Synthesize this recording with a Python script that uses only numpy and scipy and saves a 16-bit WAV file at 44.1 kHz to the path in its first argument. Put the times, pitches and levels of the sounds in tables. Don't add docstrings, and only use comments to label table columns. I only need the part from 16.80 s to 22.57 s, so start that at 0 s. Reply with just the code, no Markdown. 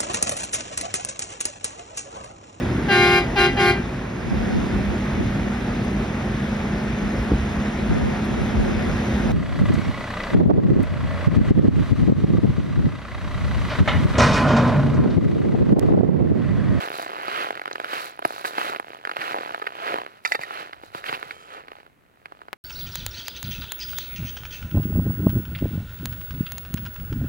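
import sys
import numpy as np
from scipy import signal
from scipy.fft import rfft, irfft
from scipy.io import wavfile
from scipy.ndimage import uniform_filter1d

SR = 44100
rng = np.random.default_rng(int(sys.argv[2]) if len(sys.argv) > 2 else 0)


def wav_out(sig):
    wavfile.write(sys.argv[1], SR, np.round(np.clip(np.atleast_2d(sig).T, -1, 1) * 32767).astype(np.int16))


N = 254456
T = np.arange(N) / SR

# f/Hz, level/dB
AIR_SPECTRUM = [(20, -20), (60, 0.5), (130, 2.5), (300, -0.5), (700, -10), (2000, -10.5), (5000, -28.5),
                (16000, -26.5)]
GUST_SPECTRUM = [(20, -9), (60, -0.5), (110, 1), (200, -16), (500, -50)]
# t/s, attack/s, hold/s, release/s, level/dB
GUST_SWELL = (4, .5, 0.1, 2.5, -62)
# t/s, level/dB, f/Hz, left-right/dB
FINGER_TAP = (5.7305, -9, 1050, 12)
# f/Hz, level/dB
PORT_SPECTRUM = [(100, -2), (800, -0.5), (1800, -3.5), (2800, -5), (4400, -5), (6400, 3.5), (8000, 8),
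                 (9800, -14.5), (11000, -11.5), (14500, -1.5)]
# t/s, level/dB
SLIDE_CURVE = [(4.44, -80), (4.52, -49), (4.62, -49), (4.68, -54), (4.74, -49), (4.8, -56), (4.85, -80)]
# f/Hz, width/Hz, level/dB
SOLE_MODES = [(480, 120, -6), (1300, 90, 0), (1750, 140, -10), (2280, 160, -9), (3080, 110, -8)]
# t/s, level/dB
BOOT_THUDS = [(1.452, -33), (2.387, -36.5), (3.592, -35.5), (4.149, -34.5), (4.291, -36), (4.331, -37),
              (4.46, -42)]
HEEL_HITS = [(1.4507, -14), (1.4534, -10)]
# f/Hz, level/dB
SLAB_MODES = [(370, -14.5), (800, -1)]
# t/s, level/dB, f/Hz
CHIP_TICKS = [(.9295, -26, 4000), (.9302, -28.5, 6000), (1.3925, -35, 11000), (1.4512, -24.5, 4656),
              (1.4538, -24, 10700), (1.477, -28.5, 10790), (1.9985, -37, 11020), (3.4555, -22, 5300),
              (3.475, -29, 5434), (3.494, -43.5, 4000), (3.529, -32, 5300)]
# t/s, level/dB, favoured f/Hz
SHARD_HITS = [(3.4499, -9, 2170), (3.4554, -15, 2298), (3.46, -14, 1403), (3.476, -24, 4950),
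              (3.5204, -6, 2040), (3.537, -25, 2200), (3.546, -39, 2200), (3.553, -14, 1570),
              (3.614, -23, 2306), (3.623, -27, 2110), (3.634, -18.5, 1870)]
# f/Hz, level/dB, t60/s
SHARD_MODES = [(900, 6.5, 0.016), (1345, -1.5, 0.0347), (1800, -2.5, 0.051), (2001, 0.5, 0.0255),
               (2316, -8.5, 0.047), (2610, -2.5, 0.0195), (3690, -11.5, 0.092), (4668.5, -6.5, 0.025),
               (5220, -31, 0.026)]
# t/s, level/dB, length/s, f/Hz
CRUST_PATCHES = [(0.031, -30, 0.014, 865), (1.129, -34, .014, 2407), (1.421, -29.5, 0.00758, 900),
                 (1.651, -23.5, 0.0055, 1299), (2.412, -28.5, .011, 1707), (2.815, -27.5, .014, 1090),
                 (2.864, -24.5, .014, 1574), (3.066, -34.5, 0.032, 1952), (3.511, -30.5, 0.0092, 785),
                 (3.546, -22, 0.0087, 1500), (4.258, -33, .011, 2698), (4.278, -33.5, .024, 2680),
                 (4.332, -33, 0.024, 2483), (4.507, -29.5, 0.0055, 1800)]
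# t/s, level/dB, f/Hz
SINGLE_SNAPS = [(.1967, -20, 805), (.4821, -18.5, 1030), (.6703, -22, 830), (.7065, -15.5, 1010),
                (.8575, -22.5, 1200), (.8784, -22.5, 1320), (.9134, -23, 1124), (.9568, -21.5, 1390),
                (1.0005, -19, 1080), (1.045, -20.5, 1540), (1.1333, -19.5, 1094), (1.3921, -23.5, 960),
                (1.4506, -10.5, 1059), (1.4537, -16.5, 770), (1.5066, -22, 766), (1.6485, -18, 1161),
                (1.7825, -12.5, 822.6), (1.8145, -18, 1220), (1.9985, -18, 1056), (2.3677, -18, 1399),
                (2.6095, -22.5, 975.8), (2.7463, -18.5, 979.4), (3.2641, -27, 1291), (3.5924, -25, 621.1),
                (3.7081, -24.5, 970), (3.9323, -29, 1370), (4.0357, -27.5, 675), (4.149, -22, 981),
                (4.2415, -26.5, 1432), (4.2944, -21.5, 1262), (4.3279, -18.5, 1150), (4.4285, -24, 1350),
                (4.8834, -33, 1089), (4.918, -29.5, 1094), (5.002, -41, 1451), (5.065, -41, 1066),
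                (5.4578, -31, 1564), (5.522, -31.5, 934), (5.6172, -34, 1136), (5.6844, -34, 1007),
                (5.7346, -33, 1290)]
# first t/s, last t/s, count, first level/dB, last level/dB, f/Hz,
# slowing (1 = even)
SNAP_RUNS = [(.2328, .4323, 7, -27, -26.5, 1030, 1.0), (.754, .817, 4, -28, -25.5, 1300, 1.0),
             (1.923, 1.962, 4, -24, -22, 1200, 1.05), (2.2516, 2.3146, 4, -21.5, -21, 1330, .96),
             (2.5444, 2.5852, 5, -21.5, -23.5, 870, 1.1), (2.6766, 2.7064, 3, -28, -28, 1000, .85),
             (3.142, 3.2174, 4, -19, -24, 860, 1.38)]
# f/Hz, level/dB
SNAP_SPECTRUM = [(50, -49.5), (130, -28.5), (320, -5.5), (1000, 0), (2500, 1.5), (4700, 1.5), (6500, -15.5),
                 (9000, -8.5), (11000, 2), (15000, 1)]
CREAK_SPECTRUM = [(50, -55.5), (120, -12), (210, -14.5), (320, -2.5), (500, 1), (730, 4.5), (1000, 4.5),
                  (1300, -7.5), (2000, -32.5), (5000, -96)]
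CRUNCH_SPECTRUM = [(500, -26.5), (950, -4), (1300, 8.5), (1600, 4.5), (2100, 1), (2800, -0.5), (3400, -2),
                   (4600, -5.5), (5600, -31), (8000, -53.5)]
GRIT_SPECTRUM = [(2500, -24.5), (3800, 6), (4600, 2), (5300, -7.5), (6500, -16.5), (9000, -41)]
POWDER_SPECTRUM = [(3000, -2.5), (5500, 7.5), (7500, 5.5), (9000, 2.5), (10700, 6.5), (12500, 4),
                   (14200, 7.5), (16000, 1.5)]
# t/s, level/dB
STANCE_CURVE = [(0, -35), (.4, -39), (.66, -37), (.8, -45), (1.08, -42), (1.27, -44), (1.32, -49),
                (1.42, -54), (1.55, -40), (1.92, -39.5), (2.0, -48), (2.14, -41.5), (2.2, -50), (2.4, -40),
                (2.65, -37), (2.9, -44), (3.2, -39), (3.3, -57), (3.42, -60), (3.7, -44), (4.1, -55),
                (4.35, -46), (4.6, -53.5), (4.86, -56), (4.97, -49), (5.15, -69.5), (5.6, -56),
                (5.77, -67.5)]
# t/s, length/s, crunch/dB, powder/dB
BOOT_SCUFFS = [(.14, 0.093, -42, -48), (1.2, 0.076, -42, -48), (1.449, .16, -45, -52),
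               (1.658, .02, -36, -42), (2.618, .04, -41, -74.5), (3.281, 0.1008, -55, -72),
               (3.46, .08, -46.5, -51), (3.61, 0.022, -41.5, -52.5), (4.03, 0.049, -56, -62.5),
               (4.149, 0.034, -40, -53.5), (4.39, 0.13, -46, -61)]
# full-weight t/s, attack/s, hold/s, release/s, creak/dB, crunch/dB, powder/dB
BOOT_STEPS = [(0.0, 0.055, .04, 0.19, -34.5, -34, -49.5), (0.559, 0.29, 0.07254, 0.13, -34.5, -28.5, -50.5),
              (1.134, .13, .04, 0.16, -36.5, -30.5, -47.5), (1.788, 0.091, .11, 0.084, -35.5, -31, -47),
              (2.41, 0.06873, .12, .06, -37, -32, -52.5), (3.059, .17, .07, .13, -31, -32, -54),
              (3.741, 0.16, .07, 0.13, -40.5, -36, -56), (4.261, 0.045, 0.0939, 0.061, -38.5, -36.5, -52),
              (4.724, 0.11, .06, 0.091, -43.5, -43, -70)]

PORT_LAG_S, CUTOFF_HZ = 18.5 / SR, 16000
CREAK_RISE_DB_PER_S, CRUNCH_FALL_DB_PER_S, PACKING_S = 45, 8, .15
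SCUFF_CREAK_REL_DB, STANCE_CRUNCH_REL_DB, STANCE_POWDER_REL_DB = -2.5, -2.5, -21
SLOW_SLIPS_PER_S, FAST_SLIPS_PER_S = 62, 280


def from_db(db):
    return 10 ** (np.asarray(db) / 20)


def unit_rms(x):
    return x / np.sqrt(np.mean(x ** 2) + 1e-20)


def levelled(x, window_s):
    size = int(window_s * SR / 2) + 1
    power = uniform_filter1d(uniform_filter1d(np.mean(x ** 2, axis=0), 2 * size), size)
    return x / np.sqrt(np.abs(power) + 1e-12)


def curve_db(rows):
    return np.interp(T, *np.transpose(rows))


def swell_db(t_s, attack_s, hold_s, release_s):
    return -20 * np.clip(np.maximum((t_s - T) / attack_s, (T - t_s - hold_s) / release_s), 0, 10)


def add(track, t_s, sound):
    start = int(np.clip(round(t_s * SR), 0, N - 1))
    track[start:start + len(sound)] += sound[:N - start]


def coloured(x, spectrum, db_scale=1):
    size = 4096
    hz, db = np.transpose(spectrum)
    bins_hz = np.fft.rfftfreq(size, 1 / SR)
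    bins_db = np.interp(np.log(bins_hz + 1), np.log(hz), db)
    cepstrum = irfft(db_scale * np.log(from_db(bins_db)))
    cepstrum[1:size // 2] *= 2
    cepstrum[size // 2 + 1:] = 0
    impulse = irfft(np.exp(rfft(cepstrum)))
    return signal.oaconvolve(np.atleast_2d(x), impulse[None], axes=-1)[:, :N]


def low_cut(x, edge_hz):
    return signal.sosfilt(signal.butter(2, edge_hz, "high", fs=SR, output="sos"), x)


def ring(hz, t60_s):
    t = T[:int(t60_s * SR) + 2]
    return np.sin(2 * np.pi * hz * t) * from_db(-60 * t / t60_s)


def knocks(rows, cycles):
    out = np.zeros(N)
    for t_s, db, hz in rows:
        swing = ring(hz, cycles / hz)
        swing *= 1 - np.exp(-hz * T[:len(swing)])
        add(out, t_s, from_db(db) * swing / np.abs(swing).max())
    return out


def grains(per_s, spread_db, size):
    breaking = rng.random(size) < per_s / SR
    polarity = rng.choice([-1, 1], size)
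    level_db = spread_db * np.minimum(rng.exponential(1, size), 4)
    return unit_rms(breaking * polarity * from_db(level_db))


def breeze(level_db):
    noise = rng.standard_normal(N) + 1.5 * rng.standard_normal((2, N))
    return from_db(level_db) * unit_rms(coloured(noise, AIR_SPECTRUM))


def gust():
    t_s, attack_s, hold_s, release_s, db = GUST_SWELL
    rumble = unit_rms(coloured(rng.standard_normal((2, N)), GUST_SPECTRUM))
    return from_db(db + swell_db(t_s, attack_s, hold_s, release_s)) * rumble


def finger_tap(click_db):
    t_s, db, hz, side_db = FINGER_TAP
    phase = 2 * np.pi * hz * (T - t_s)
    swing = phase / (1 + phase ** 2) ** 2
    add(swing, t_s, from_db(click_db) * np.array([-1, 1]))
    return swing * from_db(db) * from_db([[side_db / 2], [-side_db / 2]])


def scattered(x, wet_db, decay_s):
    t = T[:SR // 10]
    echoes = rng.standard_normal((2, len(t))) * np.exp(-t / decay_s) * (t > .002)
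    echoes /= np.linalg.norm(echoes, axis=1, keepdims=True)
    return x + from_db(wet_db) * signal.oaconvolve(x, echoes, axes=-1)[:, :N]


def at_ports(x):
    upsampled = signal.resample_poly(x[0], 2, 1)
    left = np.interp(2 * SR * (T - PORT_LAG_S), np.arange(len(upsampled)), upsampled, left=0)
    return np.vstack([coloured(left, PORT_SPECTRUM, db_scale=.81),
                      coloured(x[1], PORT_SPECTRUM, db_scale=-.48)])


def sole_slide():
    rub, out = grains(per_s=9000, spread_db=5.5, size=N), 0
    for hz, width_hz, db in SOLE_MODES:
        resonance = signal.lfilter(*signal.iirpeak(hz, hz / width_hz, fs=SR), rub)
        out += from_db(db) * unit_rms(resonance)
    return from_db(curve_db(SLIDE_CURVE)) * unit_rms(out)


def boot_blows(thud_hz):
    thuds = [(t_s, db, thud_hz) for t_s, db in BOOT_THUDS]
    heel = [(t_s, db + mode_db, hz) for t_s, db in HEEL_HITS for hz, mode_db in SLAB_MODES]
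    return knocks(thuds, cycles=2.8) + knocks(heel, cycles=3.4)


def ice_shard(focus_octaves, spill, detune, crack_db, crack_s):
    out, t = np.zeros(N), T[:SR // 40]
    hz, level_db, t60_s = np.transpose(SHARD_MODES)
    crack_band = signal.butter(2, [650, 6000], "band", fs=SR, output="sos")
    for t_s, db, favoured_hz in SHARD_HITS:
        focus = np.exp(-(np.log2(hz / favoured_hz) / focus_octaves) ** 2)
        share = from_db(level_db) * (spill + focus)
        loaded_hz = hz * (1 + detune * rng.standard_normal(len(hz)))
        for gain, mode_hz, mode_t60_s in zip(share / np.linalg.norm(share), loaded_hz, t60_s):
            add(out, t_s, from_db(db) * gain * rng.choice([-1, 1]) * ring(mode_hz, mode_t60_s))
        crack = rng.standard_normal(len(t)) * np.exp(-t / crack_s)
        add(out, t_s, from_db(db + crack_db) * signal.sosfilt(crack_band, crack))
    return out


def crust_crumbles(cycles):
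    out = np.zeros(N)
    for t_s, db, length_s, hz in CRUST_PATCHES:
        size = int(length_s * SR)
        run = grains(per_s=4500, spread_db=1, size=size) * signal.windows.tukey(size, .5)
        add(out, t_s, from_db(db) * unit_rms(np.convolve(run, ring(hz, cycles / hz))))
    return out


def snap_events(scatter_db, detune):
    rows = list(SINGLE_SNAPS)
    for run, draws in zip(SNAP_RUNS, rng.standard_normal((len(SNAP_RUNS), 20, 2))):
        first_s, last_s, count, first_db, last_db, hz, slowing = run
        for along, (louder, higher) in zip(np.linspace(0, 1, round(count)), draws):
            t_s = first_s + (last_s - first_s) * along ** slowing
            db = first_db + (last_db - first_db) * along + scatter_db * louder
            rows.append((t_s, db, hz * np.exp(detune * higher)))
    return rows


def snap_clicks(events, click_db):
    out = np.zeros(N)
    for t_s, db, hz in events:
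        add(out, t_s, [from_db(db + click_db) * hz / 1000])
    return coloured(out, POWDER_SPECTRUM)


def snaps(events, cycles, noise_db, lead_s, trail_s, energy_s):
    onset = SR // 200
    out, t = np.zeros(N), T[:SR // 40] - onset / SR
    for t_s, db, hz in events:
        noise = rng.standard_normal(len(t)) * np.exp(-np.abs(t) / np.where(t < 0, lead_s, trail_s))
        force = from_db(noise_db) * noise / np.linalg.norm(noise)
        force[onset] += 1
        snap = np.convolve(force, ring(hz, cycles / hz))
        snap *= np.sqrt(energy_s * SR / np.sum(snap ** 2))
        add(out, t_s - onset / SR, from_db(db) * snap)
    return out


def crystals(per_s, spread_db, cycles, pitches):
    breaking = grains(per_s, spread_db, N)
    pitch_index, out = rng.integers(0, pitches, N), 0
    for k, hz in enumerate(np.geomspace(350, 5500, pitches)):
        ping = ring(hz, cycles / hz)
        ping *= np.sqrt(hz) / np.linalg.norm(ping)
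        out += signal.oaconvolve(breaking * (pitch_index == k), ping)[:N]
    return unit_rms(out)


def stick_slip(slips_per_s, jitter, spread_db, trail_db, trail_s):
    thresholds = np.cumsum(np.exp(jitter * rng.standard_normal(N // 100)))
    at = np.searchsorted(np.cumsum(slips_per_s) / SR, thresholds)
    sizes = from_db(spread_db * np.clip(rng.standard_normal(len(at)), -2, 2))
    pulses = np.zeros(N)
    pulses[at[at < N]] = sizes[at < N]
    envelope = signal.lfilter([1], [1, -np.exp(-1 / (trail_s * SR))], pulses + 1e-18)
    trail = envelope * rng.standard_normal(N)
    lead = int(trail_s * SR / 2)
    return unit_rms(pulses) + from_db(trail_db) * unit_rms(np.pad(trail[lead:], (0, lead)))


def footwork():
    power, loose_power = np.zeros((3, N)), np.zeros(N)
    for t_s, attack_s, hold_s, release_s, creak_db, crunch_db, powder_db in BOOT_STEPS:
        from_mid_hold_s = np.clip(T - t_s, 0, hold_s) - hold_s / 2
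        levels_db = [creak_db + CREAK_RISE_DB_PER_S * from_mid_hold_s,
                     crunch_db - CRUNCH_FALL_DB_PER_S * from_mid_hold_s, np.full(N, powder_db)]
        step = from_db(levels_db + swell_db(t_s, attack_s, hold_s, release_s)) ** 2
        power += step
        loose_power += step[1] / (1 + (np.maximum(T - t_s, 0) / PACKING_S) ** 4)
    for t_s, length_s, crunch_db, powder_db in BOOT_SCUFFS:
        gains = from_db([crunch_db + SCUFF_CREAK_REL_DB, crunch_db, powder_db])
        envelope = from_db(swell_db(t_s, attack_s=.03, hold_s=length_s, release_s=.065))
        scuff = np.outer(gains, envelope) ** 2
        power += scuff
        loose_power += scuff[1]
    stance_gains = from_db([0, STANCE_CRUNCH_REL_DB, STANCE_POWDER_REL_DB])
    power += np.outer(stance_gains, from_db(curve_db(STANCE_CURVE))) ** 2
    looseness = loose_power / power[1]
    slips_per_s = SLOW_SLIPS_PER_S * (FAST_SLIPS_PER_S / SLOW_SLIPS_PER_S) ** (looseness ** 2)
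    return *np.sqrt(power), slips_per_s


def tread(grit_db):
    creak_gain, crunch_gain, powder_gain, slips_per_s = footwork()
    crushing = (slips_per_s / 200) ** 1.3
    slip = stick_slip(slips_per_s, jitter=.25, spread_db=4.2, trail_db=-4, trail_s=.0011)
    crushed = crushing * crystals(per_s=5000, spread_db=3, cycles=5, pitches=24)
    spray = crushing * grains(per_s=5500, spread_db=7.5, size=(2, N))
    sifting = np.sqrt(crushing) * rng.standard_normal((2, N))
    ticks = grains(per_s=500, spread_db=7.5, size=(2, N))
    creak = coloured(slip + from_db(-5) * crushed, CREAK_SPECTRUM)
    crunch = coloured(slip + from_db(2) * crushed + from_db(-2) * spray, CRUNCH_SPECTRUM)
    grit = coloured(slip + from_db(6) * crushed + from_db(11.5) * spray, GRIT_SPECTRUM)
    powder = coloured(from_db(-16) * slip + from_db(-4) * ticks + sifting, POWDER_SPECTRUM)
    grit_gain = from_db(grit_db) * np.sqrt(crunch_gain * powder_gain)
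    return (creak_gain * levelled(creak, window_s=.028) + crunch_gain * levelled(crunch, window_s=.019)
            + grit_gain * levelled(grit, window_s=.022) + powder_gain * levelled(powder, window_s=.053))


def scene():
    events = snap_events(scatter_db=.8, detune=.06)
    snapping = snaps(events, cycles=3.73, noise_db=-3, lead_s=.0014, trail_s=.00272, energy_s=.00313)
    crackle = coloured(snapping + crust_crumbles(cycles=4.2), SNAP_SPECTRUM)
    shard = ice_shard(focus_octaves=.14, spill=.26, detune=.015, crack_db=-14.5, crack_s=.0038)
    ice = low_cut(shard + knocks(CHIP_TICKS, cycles=25), edge_hz=490)
    boots = low_cut(boot_blows(thud_hz=128.8) + sole_slide(), edge_hz=154)
    ground = boots + ice + crackle + snap_clicks(events, click_db=-12.5) + tread(grit_db=1.24)
    air = breeze(level_db=-62)
    walk = at_ports(scattered(ground, wet_db=-18, decay_s=.009))
    return air + gust() + finger_tap(click_db=-14.5) + walk


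def record(dry):
    limited = dry / (1 + (dry / .85) ** 4) ** .25
    return signal.sosfilt(signal.ellip(12, .1, 80, CUTOFF_HZ, fs=SR, output="sos"), limited)


dry = scene()
out = record(dry)
wav_out(out)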